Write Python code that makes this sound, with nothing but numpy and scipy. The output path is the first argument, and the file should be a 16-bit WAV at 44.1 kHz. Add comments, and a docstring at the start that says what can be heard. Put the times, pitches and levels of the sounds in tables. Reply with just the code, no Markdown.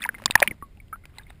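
"""Loud, glassy plops and knocks for half a second, then a low wash, faint fizz, lone bubbles and ticks.
A camera in a waterproof housing is dipped into the sea: trapped air pinches off as ringing bubbles,
water knocks on the case and shoves it. The recorder rounds the peaks and holds each sample
at a low rate, which gives every plop its glassy mirror tone."""
import sys
import numpy as np
from scipy import signal
from scipy.fft import rfft, irfft
from scipy.io import wavfile

SR = 44100
rng = np.random.default_rng(int(sys.argv[2]) if len(sys.argv) > 2 else 0)


def master_out(mix):
    """Clip the mix to full scale and print it as 16-bit PCM to the path in sys.argv[1]."""
    frames = np.transpose(np.atleast_2d(mix))
    ceiling = np.clip(frames, -1, 1)
    pcm = np.round(ceiling * 32767).astype(np.int16)
    wavfile.write(sys.argv[1], SR, pcm)


N = 61739
T = np.arange(N) / SR


def undb(db):
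    """Decibels to gain."""
    return 10 ** (np.asarray(db) / 20)


def unit(x):
    """Scale to rms 1."""
    return x / np.sqrt(np.mean(x ** 2))


def curve(points):
    """Gain over time from (t/s, level/dB) points."""
    return undb(np.interp(T, *np.array(points).T))


def noise(colour):
    """Noise of rms 1 shaped by (f/Hz, density/dB) points, rolled off below the first."""
    hz, db = np.array(colour).T
    bins_hz = np.maximum(np.fft.rfftfreq(N, 1 / SR), 1)
    shape = undb(np.interp(np.log(bins_hz), np.log(hz), db))
    low_cut = np.minimum(bins_hz / hz[0], 1)
    return unit(irfft(rfft(rng.standard_normal(N)) * shape * low_cut, N))


def add(out, start_s, sound):
    """Mix a sound in at start_s."""
    i = min(max(int(start_s * SR), 0), N)
    out[i:i + len(sound)] += sound[:N - i]


def ring(hz, t60_ms, rise_ms, glide=0):
    """Damped sine, envelope peak 1; pitch slides by the fraction glide over one t60."""
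    t_ms = np.arange(6000) * 1000 / SR
    age = t_ms / t60_ms
    envelope = (1 - np.exp(-t_ms / rise_ms)) * np.exp(-np.log(1000) * age)
    pitch_hz = hz * (1 + glide * np.minimum(age, 1))
    return envelope / envelope.max() * np.sin(2 * np.pi * np.cumsum(pitch_hz) / SR)


def sea():
    """Low, slowly heaving wash, plus water churning round the case; stereo."""
    # wash spectrum: f/Hz, relative density/dB
    wash_colour = [(12, -27.5), (20, 0), (64, -2), (81, -3.5), (259, -17.5), (447, -26), (772, -32),
                   (1080, -36.5), (1810, -38.5), (2040, -30.5), (2350, -36.5), (2920, -40.5), (3280, -39.5),
                   (5150, -43.5), (5800, -54.5), (7540, -84), (12800, -120)]
    # wash heave: t/s, gain/dB
    heave = [(0, -4), (.3, 1.5), (.6, 1.5), (.9, 1), (1.0, 0.5), (1.15, 1), (1.4, 2)]
    # churn spectrum: f/Hz, relative density/dB
    churn_colour = [(40, -9), (120, -5), (220, 9), (400, -6.5), (900, -8.5), (2100, -18.5), (3200, -25),
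                    (5800, -23.5)]
    # churn envelope: t/s, level/dB
    churn_levels = [(0, -53.5), (.1, -54), (.24, -51), (.34, -57.5), (.44, -56), (.52, -46.5), (.58, -73),
                    (1.1, -72), (1.19, -57.5), (1.26, -72), (1.4, -73.5)]
    wash_db, side_db = -51, -71
    wash = undb(wash_db) * curve(heave) * noise(wash_colour)
    side = undb(side_db) * noise(wash_colour)
    churn = noise(churn_colour) * curve(churn_levels)
    return wash + churn + side * np.array([[1], [-1]])


def fizz():
    """Random swarm of tiny ringing bubbles, loudest while the case goes under."""
    # swarm envelope: t/s, level/dB
    levels = [(0, -49.5), (.04, -48.5), (.11, -60.5), (.2, -57.5), (.33, -55), (.39, -46.5), (.44, -49),
              (.49, -61.5), (.54, -66), (.6, -75.5), (1.0, -77.5), (1.12, -67), (1.19, -55), (1.25, -71.5),
              (1.3, -61), (1.4, -75)]
    count, centre_hz, spread_oct, t60_cycles, scatter_db = 2000, 1850, .51, 12, 4.5
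    out = np.zeros(N)
    starts_s = rng.uniform(0, N / SR, count)
    for start_s, (pitch, strength, slide) in zip(starts_s, rng.standard_normal((count, 3))):
        hz = centre_hz * 2 ** (spread_oct * min(pitch, 2))
        bubble = ring(hz, t60_ms=1000 * t60_cycles / hz, rise_ms=.4, glide=.12 * slide)
        add(out, start_s, undb(scatter_db * min(strength, 2)) * bubble)
    return unit(out) * curve(levels)


def foam():
    """Brief hiss as the last pocket of air collapses."""
    # foam spectrum: f/Hz, relative density/dB
    colour = [(300, -3.5), (900, 2.5), (2200, 1), (3500, -2), (5800, -10), (9000, -38.5)]
    start_s, level_db, t60_s = .426, -34, .09
    out = np.zeros(N)
    add(out, start_s, undb(level_db) * noise(colour) * np.exp(-np.log(1000) * T / t60_s))
    return out


def thumps():
    """Water shoves the housing: heavily damped low pressure swings."""
    # shoves: t/s, level/dB, f/Hz, t60/ms
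    shoves = [(.0050, -46.5, 218, 140), (.0905, -37.5, 490, 19), (0.2221, -40, 560, 19),
              (0.2589, -34, 236, 25), (0.3, -31.5, 203, 12.4), (0.3556, -14.5, 140, 9.7),
              (0.477, -32, 199, 45), (.4800, -37.5, 327, 20), (0.504, -34.5, 93.3, 23),
              (0.5139, -24, 227.3, 5.3), (0.6255, -32.5, 209.4, 7.4), (0.927, -49, 400, 6.2),
              (1.0530, -44, 150, 20)]
    out = np.zeros(N)
    for start_s, db, hz, t60_ms in shoves:
        add(out, start_s, undb(db) * ring(hz, t60_ms, rise_ms=2))
    return out


def knocks():
    """Water strikes the housing: crack, spit of noise, case ring. Low knocks miss the upper modes."""
    # water impacts: t/s, crack level/dB, crack f/Hz, crack t60/ms, contact/ms
    impacts = [ (0.0121, -40, 3550, 2.7, .1), (.0290, -30, 4640, 2.7, .1),
               (0.0394, -29.5, 5530, 4.9, 0.088), (.0638, -30, 3730, 1.4, 0.087),
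               (0.1839, -34, 1850, 4, 0.039), (0.1876, -37, 1780, 6, 0.046), (0.2, -36, 1030, 11, .05),
               (.2175, -49, 3000, 3.4, .1), (0.221, -29.5, 1485, 1.3, 0.045), (.2390, -31, 2040, 3, .1),
               (.2583, -3, 4930, 5.9, 0.1), (.2584, -10, 3550, 9.5, 0.36), (0.3012, -23.5, 900, 4.2, 0.084),
               (0.3088, -14.5, 3760, 8.7, 0.44), (0.309, -12.5, 2620, 6.4, 0.28),
               (0.3215, -37, 3660, 8.1, 0.11), (0.3541, -12.5, 4410, 5.7, .1), (.3550, -17.5, 460, 8, .2),
               (0.4024, -11, 3800, 1.4, 0.062), (.4610, -36, 2200, 3.9, .05), (.4757, -21, 2930, 2.9, 0.46),
               (0.8827, -51.5, 3009, 6, 0.26), (0.9583, -38, 1245, 9.8, .2), (1.0550, -32, 2400, 5, 0.033),
               (1.1840, -30.5, 4004, 7.7, 0.9), (1.1838, -40, 2520, 7.3, .3), (1.2135, -47, 2098, 3, .05),
               (1.3047, -34.5, 1940, 6, .04)]
    # housing modes: f/Hz, relative level/dB, t60/ms
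    modes = [(970, -6, 15), (1712, -2.5, 10), (2472, -10, 26), (3830, -6.5, 8.1), (4720, -4.5, 18),
             (4840, -13, 24)]
    case_gain_db, spit_gain_db, spit_t60_ms, hard_contact_ms = -14, -8.5, 20, .1
    out = np.zeros(N)
    for start_s, db, hz, t60_ms, contact_ms in impacts:
        crack = ring(hz, t60_ms, contact_ms)
        reach_hz = 2 * hz  # excitation bandwidth
        case = sum(undb(mode_db) / (1 + (mode_hz / reach_hz) ** 4) * ring(mode_hz, mode_ms, contact_ms)
                   for mode_hz, mode_db, mode_ms in modes)
        lowpass = signal.butter(2, reach_hz, fs=SR, output="sos")
        spit = signal.sosfilt(lowpass, rng.standard_normal(len(case)))
        spit *= np.exp(-np.log(1000) * T[:len(case)] * 1000 / spit_t60_ms)
        spit /= 1 + contact_ms / hard_contact_ms  # hard contacts spit most
        add(out, start_s, undb(db) * (crack + undb(case_gain_db) * case + undb(spit_gain_db) * spit))
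    return out


def bubbles():
    """Each air bubble rings as it pinches off; its pitch slides as it moves past the case."""
    # bubbles: t/s, f/Hz, level/dB, t60/ms, pinch-off/ms, glide/fraction per t60
    plops = [ (.0201, 3614, -25.5, 13.6, 1.3, -0.13), (0.0196, 1766, -28.5, 21, 3, 0.41),
             (0.0285, 2470, -27.5, 19, 2.4, 0.021), (0.0307, 1710, -31, 9.5, 0.4, -.3),
             (0.0396, 2110, -18, 11.6, 0.26, 0.26), (0.0387, 2775, -24.5, 24, 0.059, -0.39),
             (0.05, 1860, -16.5, 7, 1.6, -0.28), (.0505, 2100, -25.5, 21, 2.0, -0.38),
             (0.0566, 924, -22.5, 23, 2.2, 0.15), (.0740, 1450, -42.5, 20, 0.82, -0.46),
             (.0903, 1710, -12, 8.9, 2.2, -0.23), (0.0936, 1620, -29.5, 16, 0.72, 0.25),
             (0.1441, 1620, -28, 2.7, 0.52, -0.079), (.1486, 2096, -29.5, 32, .1, -0.012),
             (0.258, 1007, -11.5, 13.4, 0.6, 0.24), (0.2787, 1740, -30, 10.4, 0.71, 0.61),
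             (0.321, 1870, -35.5, 11, 1.2, .15), (.3543, 1840, 7, 10.2, 0.92, -0.13),
             (.3560, 948, -2.5, 14.6, 0.34, -0.15), (0.377, 2260, -28, 11, 0.883, 0.42),
             (0.3769, 1379, -32, 5.8, 1.5, -0.16), (.3870, 937, -34.5, 17, 0.4, -0.18),
             (0.3948, 1090, -30, 8.7, .6, .1), (.4023, 940, -27, 13, 0.43, 0.47),
             (0.4201, 755, -8, 14.7, 1.2, -0.75), (0.4194, 1770, -18.5, 13, 2.0, .5),
             (.4250, 561, -17, 34, 0.85, .15), (.4256, 2392, -9.5, 17, 0.37, -0.0064),
             (0.4272, 2238, -0.5, 6.6, 1.8, -0.74), (0.43, 1710, -24, 25, 0.36, 0.3),
             (0.4367, 2430, -24.5, 8, 0.52, 0.15), (0.4466, 1010, -38.5, 55, 1.5, -0.4),
             (0.4755, 2420, -7.5, 2.9, 2.0, -0.31), (0.4774, 2830, -18, 8.9, 0.56, 0.43),
             (0.4784, 2350, -20.5, 20, 0.24, -0.078), (0.5103, 2235, -23, 27, .6, -0.42),
             (0.613, 1930, -53.5, 40, 2.6, -.05), (0.6244, 1140, -29, 68, .15, -0.066),
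             (0.7727, 2560, -47, 6.1, 0.14, 0.13), (.7740, 770, -58, 56, 2.0, 0.3),
             (.8010, 2247, -40.5, 19, 1.1, 0.024), (0.9272, 1274, -27, 66, 2.7, 0.26),
             (.9280, 1515, -34, 61, 0.22, 0.14), (0.929, 2190, -45, 47, 0.43, 0.15),
             (.9280, 824, -45.5, 36, 0.23, 0.035), (1.0380, 2210, -50.5, 50, 1.5, -0.6),
             (1.037, 1390, -53, 26, 1.94, .1), (1.1835, 2020, -39, 31, 1.5, 0.041),
             (1.1839, 860, -40, 28, 0.18, -0.028), (1.1956, 1640, -41.5, 30, 2.0, 0.035),
             (1.233, 3660, -52, 22, 0.93, -.03), (1.2670, 2164, -44.5, 19.6, 1.2, -0.05),
             (1.2990, 3730, -46.5, 20.4, 2, -0.025), (1.3036, 729, -38.5, 14, 0.16, .41)]
    out = np.zeros(N)
    for start_s, hz, db, t60_ms, rise_ms, glide in plops:
        add(out, start_s, undb(db) * ring(hz, t60_ms, rise_ms, glide))
    return out


def scene():
    """All sources summed at the microphone, nearly mono."""
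    return sea() + fizz() + foam() + thumps() + knocks() + bubbles()


def record(dry):
    """Recorder: soft clip, sample-and-hold (mirror tones in the treble), hard clip, hiss, low-pass."""
    soft_limit, hard_limit = .78, .87
    hold_hz, top_hz, hiss_db = 12000, 15400, -79.5
    rounded = dry / (1 + (dry / soft_limit) ** 6) ** (1 / 6)
    low_rate = signal.resample_poly(rounded, hold_hz, SR, axis=1, window=("kaiser", 5))
    stairs = np.repeat(low_rate, 4, axis=1)
    held = signal.resample_poly(stairs, SR, 4 * hold_hz, axis=1)[:, :N]
    hiss = undb(hiss_db) * (rng.standard_normal(N) + .3 * rng.standard_normal((2, N)))
    lowpass = signal.ellip(10, .2, 95, top_hz, fs=SR, output="sos")
    return signal.sosfilt(lowpass, np.clip(held, -hard_limit, hard_limit) + hiss)


dry = scene()
out = record(dry)
master_out(out)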